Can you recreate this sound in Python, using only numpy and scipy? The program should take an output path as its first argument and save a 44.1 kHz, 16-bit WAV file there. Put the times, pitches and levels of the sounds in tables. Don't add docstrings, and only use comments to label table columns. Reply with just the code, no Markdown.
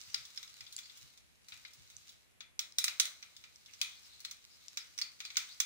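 import sys
import numpy as np
from scipy import signal
from scipy.fft import rfft, irfft, next_fast_len
from scipy.io import wavfile

SR = 44100
rng = np.random.default_rng(int(sys.argv[2]) if len(sys.argv) > 2 else 0)


def bounce(signal):
    frames = np.transpose(np.atleast_2d(signal))
    limited = np.clip(frames, -1, 1)
    pcm = np.round(limited * 32767).astype(np.int16)
    wavfile.write(sys.argv[1], SR, pcm)


N = 249165
TIME = np.arange(N) / SR
FIRM_DB = -34


def from_db(db):
    return 10 ** (np.asarray(db) / 20)


def unit_rms(x):
    return x / np.sqrt(np.mean(x ** 2) + 1e-20)


def at_hz(table, hz, column=1):
    table = np.array(table)
    return np.interp(np.log(hz + 1e-9), np.log(table[:, 0]), table[:, column])


def band(x, low_hz, high_hz, order=2):
    sos = signal.butter(order, [low_hz, min(high_hz, .45 * SR)], "band", fs=SR, output="sos")
    return signal.sosfilt(sos, x)


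def colour(x, spectrum):
    size = next_fast_len(N)
    gain = from_db(at_hz(spectrum, np.fft.rfftfreq(size, 1 / SR)))
    return irfft(rfft(x, size) * gain, size)[..., :N]


def wander(rate_hz, count):
    sos = signal.butter(2, rate_hz, fs=SR, output="sos")
    return unit_rms(signal.sosfilt(sos, rng.standard_normal((count, N))))


def left_right(mid, side, pan_db=0):
    lean = from_db([[pan_db / 2], [-pan_db / 2]])
    return np.array([mid + side, mid - side]) * lean / np.sqrt(np.mean(lean ** 2))


# f/Hz, side over mid/dB
WIDTH = [(60, 10), (130, 9), (300, 4.5), (700, 2), (3000, 2), (15000, 0.3)]

def diffuse(pair):
    return left_right(pair[0], colour(pair[1], WIDTH))


# f/Hz, relative density/dB
FLOOR_SPECTRUM = [(15, -20), (25, -21), (65, 3), (135, -4.5), (177, -4), (296, -7.5), (483, -9.5),
                  (524, -8), (669, -10), (726, -10), (1280, -12), (2270, -6.5), (4730, -16.5), (11900, -15),
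                  (16500, -44)]
# t/s, level/dB
BUMPS = [(0.06, -72), (0.17, -74.5), (0.6, -75), (1.01, -74), (1.515, -74.5), (1.772, -71.5), (1.94, -76.5),
         (3.81, -96)]

def background(floor_db, bump_rise_s):
    floor = from_db(floor_db) * unit_rms(colour(rng.standard_normal((2, N)), FLOOR_SPECTRUM))
    swell = np.zeros(N)
    for start_s, level_db in BUMPS:
        age = np.maximum(TIME - start_s, 0) / bump_rise_s
        swell += from_db(level_db) * age * np.exp(1 - age)
    rumble = unit_rms(band(rng.standard_normal((2, N)), 67, 150))
    return diffuse(floor + swell * rumble)


# f/Hz, t60/s, gain/dB
KITCHEN_DECAY = [(308, 0.98, 4), (1240, 0.42, -0.5), (2540, 0.36, -3.5), (4000, 0.3, -4.5),
                 (6000, 0.46, -13.5), (9740, 0.23, -3), (15300, 0.38, -16)]

def kitchen(sent, rise_s):
    t = np.arange(SR * 3 // 5) / SR
    white, tail = rng.standard_normal((2, 2, len(t))), 0
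    edges_hz = np.geomspace(200, 19000, 14)
    for k, (low_hz, high_hz) in enumerate(zip(edges_hz, edges_hz[1:])):
        hz = np.sqrt(low_hz * high_hz)
        fade = from_db(-60 * t / at_hz(KITCHEN_DECAY, hz)) * (1 - np.exp(-t / rise_s))
        gain = from_db(at_hz(KITCHEN_DECAY, hz, column=2)) / np.sqrt(np.sum(fade ** 2))
        tail += gain * fade * band(white[k % 2], low_hz, high_hz)
    mid, side = signal.fftconvolve(sent[None], tail, axes=1)[:, :N]
    return left_right(mid, side, pan_db=2.0)


# t/s, level/dB, f/Hz, pan/dB
POPS = [(0.0144, -33.5, 6080, -9), (0.7648, -22.5, 7170, -7), (1.9664, -33.5, 6200, -11),
        (2.7229, -36.5, 5360, 0), (3.5595, -40, 5700, 3), (4.6829, -30.5, 5660, 5)]

def wet_pops(t60_s, rise_s, fizz_db):
    t = np.arange(SR // 40) / SR
    out = np.zeros((2, N))
    for start_s, level_db, hz, pan_db in POPS:
        fizz = from_db(fizz_db) * unit_rms(band(rng.standard_normal((2, len(t))), hz * .67, hz * 1.28))
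        tone = np.sin(2 * np.pi * hz * t - [[0], [np.pi / 2]])
        snap = (tone + fizz) * (1 - np.exp(-t / rise_s)) * from_db(level_db - 60 * t / t60_s)
        out[:, int(start_s * SR) + np.arange(len(t))] += left_right(*snap, pan_db)
    return out


# t/s, level/dB
EFFORT = [(0.0, -59), (0.4, -64), (0.8, -65), (1.02, -63), (1.24, -76), (1.42, -79), (1.53, -63.5),
          (1.7, -68.5), (2.09, -66.5), (2.22, -75.5), (2.58, -107), (2.66, -77), (3.02, -65), (3.2, -68),
          (3.65, -70), (3.86, -63.5), (4.4, -69.5), (4.85, -66), (5.2, -69), (5.42, -59.5), (5.65, -66)]
# f/Hz, relative density/dB
DRAG_SPECTRUM = [(290, -56), (500, 9.5), (570, -4.5), (994, -11), (1450, -10.5), (1790, -11), (2010, -8),
                 (3070, -7), (3930, -4), (4360, -8), (6470, -11), (11000, -24), (13800, -26),
                 (15300, -13.5), (16500, -50)]

def stirring(drag_db, grit_db, split_hz, grains_per_s, size_db, hiss_db, clump_db):
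    effort_db = np.interp(TIME, *np.transpose(EFFORT))
    sizes = from_db(size_db * np.minimum(rng.exponential(1, N), 4))
    caught = rng.random(N) < grains_per_s / SR
    grains = sizes * caught * rng.standard_normal((2, N))
    clumps = from_db(clump_db * np.tanh(wander(50, count=1)))
    hiss = from_db(hiss_db) * rng.standard_normal((2, N))
    rub = colour(unit_rms(grains * clumps) + hiss, DRAG_SPECTRUM)
    drag = from_db(drag_db) * unit_rms(band(rub, 1140, split_hz, order=3))
    grit = from_db(grit_db) * unit_rms(band(rub, split_hz, 15700, order=3))
    return diffuse(from_db(effort_db) * (drag + grit))


# t/s, length/s, start f/Hz, end f/Hz, level/dB
SQUEAKS = [(0.093, 0.073, 6170, 5400, -61.5), (0.143, 0.0073, 5000, 4890, -32),
           (0.513, 0.103, 4120, 4000, -67), (0.819, 0.064, 4370, 4800, -59.5),
           (3.677, 0.035, 2263, 2510, -64), (3.894, 0.061, 3510, 3594, -60),
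           (3.948, 0.046, 4120, 4650, -64), (4.018, 0.076, 5720, 4720, -66),
           (4.073, 0.133, 3930, 4160, -64.5), (4.244, 0.018, 4000, 4200, -46),
           (4.491, 0.089, 4900, 5240, -66.5), (4.597, 0.072, 3580, 4170, -69),
           (4.784, 0.051, 5200, 5000, -54.5), (5.015, 0.012, 4620, 4570, -34),
           (5.237, 0.046, 4810, 4360, -52.5), (5.477, 0.078, 3100, 5400, -55.5)]

def scrapes(sing_db, sing_hz, swing_hz, wander_hz, half_width_hz, pan_db):
    friction = wander(half_width_hz, count=2) + 1j * wander(half_width_hz, count=2)
    effort_db = np.interp(TIME, *np.transpose(EFFORT))
    pitch_hz = sing_hz + swing_hz * wander(wander_hz, count=1)[0]
    out = from_db(effort_db + sing_db) * np.real(friction * np.exp(2j * np.pi * np.cumsum(pitch_hz) / SR))
    for start_s, length_s, from_hz, to_hz, level_db in SQUEAKS:
        span = (TIME >= start_s) & (TIME < start_s + length_s)
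        progress = (TIME[span] - start_s) / length_s
        phase = 2 * np.pi * np.cumsum(from_hz + (to_hz - from_hz) * progress) / SR
        swell = from_db(level_db) * np.sin(np.pi * progress)
        out[:, span] += swell * np.real(friction[:, span] * np.exp(1j * phase))
    return left_right(*out, pan_db)


# f/Hz, level/dB, t60/s
BOWL_MODES = [(880, -43, 0.012), (1250, 20.5, 0.0088), (1450, 1.5, 0.06), (2020, 1.5, 0.0066),
              (2400, -2.5, 0.028), (2800, -16.5, 0.0053), (3470, 5.5, 0.01), (3940, -8, 0.11),
              (4750, -20, 0.021), (5000, 6.5, 0.014), (5400, 5, 0.011), (6120, 8, 0.0076),
              (6130, 15, 0.0024), (6800, -14, 0.0049), (7580, -14, 0.018), (8340, 6.5, 0.0067),
              (9080, 3.5, 0.012), (9120, -15, 0.028), (9810, 2.5, 0.015), (10300, -21, 0.016),
              (12960, -6, 0.024), (15600, 16.5, 0.04), (15100, 12, 0.032)]

def bowl_ring(t, uneven_db, detune, tick_db):
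    hz, level_db, t60_s = np.transpose(BOWL_MODES)[:, :, None]
    hz = hz * (1 + detune * rng.standard_normal(hz.shape))
    strength = from_db(level_db + uneven_db * rng.standard_normal(hz.shape))
    modes = strength * from_db(-60 * t / t60_s) * np.cos(2 * np.pi * hz * t)
    return from_db(tick_db) * (t == 0) + modes.sum(axis=0)


def contact_paths(t, attack, level_db, firm_t60_s, halving_db, early_db, early_t60_s, direct_db):
    skid_t60_s = firm_t60_s * 2 ** min((level_db - FIRM_DB) / halving_db, 0)
    fade = from_db(-60 * t / skid_t60_s) + from_db(early_db - 60 * t / early_t60_s)
    paths = rng.standard_normal((2, len(t))) * attack * fade
    paths[[0, 1], [12, 18]] += from_db(direct_db)
    return paths


# low f/Hz, high f/Hz, gain/dB, pan/dB
CLINK_BANDS = [(725, 1510, -40, -1.5), (1983, 3300, -23.5, 13.5), (3084, 4500, -17.5, 7.5),
               (5200, 7590, -18.5, -6), (7900, 14700, -27, -1.5)]
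# t/s, level/dB, body/dB, brightness/(dB/octave), spoon note re level/dB, note f/Hz, pan/dB
CLINKS = [(0.143, -36.5, 1.5, -1.5, 3, 4860, 1), (0.252, -51.5, -13, 2, 0, 5270, 0),
          (0.359, -53.5, -12, 4, 8, 5070, -7), (0.375, -45, 1.5, -3, 9.5, 5200, -1),
          (0.429, -49, 0.5, 0, 4, 3590, 1), (0.477, -57.5, -6, -1, 6, 5200, 0),
          (0.607, -50, 4.5, -3.5, 4.5, 5200, 1), (0.665, -56.5, 3, -15, 2, 3820, 6),
          (0.725, -50.5, -21, 6, 0, 4340, -2), (0.78, -49, 0.5, 2, 5, 4550, 9),
          (0.788, -46, -1, 1, 6, 3470, -3.5), (0.857, -58, -1, -4, 3, 4690, -5),
          (0.897, -59.5, 6.5, -19, 8, 3650, 4), (0.972, -58, -13, 9, 10.5, 4510, 1),
          (1.175, -59, -1, 3.5, -3, 5100, 0), (1.484, -54.5, 2.5, 5, 1, 4060, 4),
          (1.521, -55, 13.5, -19, 7, 3800, 1), (1.65, -54.5, 9.5, -17, 8.5, 2136, -1),
          (1.734, -61, -10, 9.5, 4, 5270, -1), (1.901, -58, -1, 5.5, 2, 3800, -1),
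          (2.092, -56.5, -14, 4, 5.5, 3980, -3), (2.406, -47.5, 5, -7.5, 3, 3520, 1),
          (2.592, -34, -1.5, 2, 3, 5540, 0), (2.784, -29, -2.5, 5.5, 2.5, 3924, -2.5),
          (2.841, -31, 1, 8.5, 1, 3960, -1), (2.88, -34, 4, -1.5, -5, 5700, -6),
          (2.998, -23.5, -3.5, 3, 1, 6060, -5), (3.054, -42, 3.5, 6.5, 7, 4020, -6),
          (3.226, -50.5, 6.5, -4.5, 5.5, 5800, -8), (3.365, -53.5, -8, 1, 2, 3610, 1),
          (3.439, -55, 8, -3.5, 1, 3760, -11), (3.66, -56, -18, -3, -8, 3470, 0),
          (3.736, -54.5, 1.5, -.5, 5, 5780, -6), (3.814, -29.5, -2.5, 1, -3, 2500, -1.5),
          (4.203, -55, -3, 8, 6, 4370, 0), (4.249, -43, 1, 1, 1, 4120, 2),
          (4.311, -45, -2, 3.5, 3, 5840, -2), (4.772, -38, 2, 0, 3.5, 5900, -2.5),
          (4.978, -47, 0.5, 2, 8, 5500, 0), (4.987, -42, 4, 2, 9.5, 5820, -7.5),
          (5.014, -38, 2.5, 1, 14, 4680, -5.5), (5.203, -44, 5.5, -1.5, 3, 3680, -3.5),
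          (5.251, -44.5, 3, -1.5, 0, 4780, -4), (5.303, -49, 5, -7, -1, 2250, -2),
          (5.356, -50.5, 6, -10, 6, 2400, 0), (5.369, -29, 1, 2.5, 1.5, 6260, -3),
          (5.601, -28.7, -0.5, 3, 5, 6290, -4.5)]

def clinks(rise_s, note_t60_s, side_db, room_db, note_room_db, body_below_hz, pivot_hz):
    t = np.arange(SR // 8) / SR
    near, sent = np.zeros((2, N + len(t))), np.zeros(N + len(t))
    attack = 1 - np.exp(-t / rise_s)
    for start_s, level_db, body_db, db_per_octave, note_db, note_hz, pan_db in CLINKS:
        ring = bowl_ring(t, uneven_db=3.5, detune=.006, tick_db=25.0)
        paths = contact_paths(t, attack, level_db, firm_t60_s=.014, halving_db=10,
                              early_db=-8.0, early_t60_s=.081, direct_db=7.5)
        rings = np.vstack([signal.fftconvolve(ring[None], paths, axes=1)[:, :len(t)], ring])
        note = np.sin(2 * np.pi * note_hz * t - [[0], [np.pi / 2], [0]])
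        note *= attack * from_db(level_db + note_db - 60 * t / note_t60_s)
        note[2] *= from_db(note_room_db)
        span = int(start_s * SR) + np.arange(len(t))
        for low_hz, high_hz, gain_db, band_pan_db in CLINK_BANDS:
            part = np.array([unit_rms(row) for row in band(rings, low_hz, high_hz, order=3)])
            hz = np.sqrt(low_hz * high_hz)
            tilt_db = body_db if hz < body_below_hz else db_per_octave * np.log2(hz / pivot_hz)
            part *= from_db(level_db + gain_db + tilt_db)
            mid, side, outward = part + note * (low_hz <= note_hz < high_hz)
            near[:, span] += left_right(mid, from_db(side_db) * side, band_pan_db + pan_db)
            sent[span] += from_db(room_db) * outward
    return near[:, :N], sent[:N]


def rim_knocks(from_s, to_s, hz, t60_s, rise_s, knock_db, db_per_blow_db):
    t = np.arange(SR // 6) / SR
    blows = np.zeros(N)
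    for start_s, level_db, *_ in CLINKS:
        if from_s < start_s < to_s:
            blows[int(start_s * SR)] = from_db(knock_db + db_per_blow_db * (level_db - FIRM_DB))
    envelope = (1 - np.exp(-t / rise_s)) * from_db(-60 * t / t60_s)
    ring = envelope * np.sin(2 * np.pi * hz * t - [[0], [np.pi / 2]])
    return left_right(*signal.fftconvolve(blows[None], ring, axes=1)[:, :N])


def scene():
    near, sent = clinks(rise_s=.00038, note_t60_s=.026, side_db=4.0, room_db=3.0, note_room_db=-1.5,
                        body_below_hz=3000, pivot_hz=4900)
    rub = scrapes(sing_db=-9.5, sing_hz=4200, swing_hz=389, wander_hz=6, half_width_hz=320, pan_db=3.0)
    rub += stirring(drag_db=-4.0, grit_db=-1.5, split_hz=4960, grains_per_s=900,
                    size_db=3.0, hiss_db=1.0, clump_db=6.5)
    pops = wet_pops(t60_s=.0055, rise_s=.0005, fizz_db=-5.0)
    table = rim_knocks(from_s=2.35, to_s=3.3, hz=611, t60_s=.042, rise_s=.00032,
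                       knock_db=-59.5, db_per_blow_db=.74)
    room = kitchen(sent + np.mean(rub + pops + table / 2, axis=0), rise_s=.00061)
    return near + rub + pops + table + room + background(floor_db=-74.0, bump_rise_s=.024)


def record(dry):
    return signal.sosfilt(signal.ellip(10, .3, 70, 16200, fs=SR, output="sos"), dry)


dry = scene()
out = record(dry)
bounce(out)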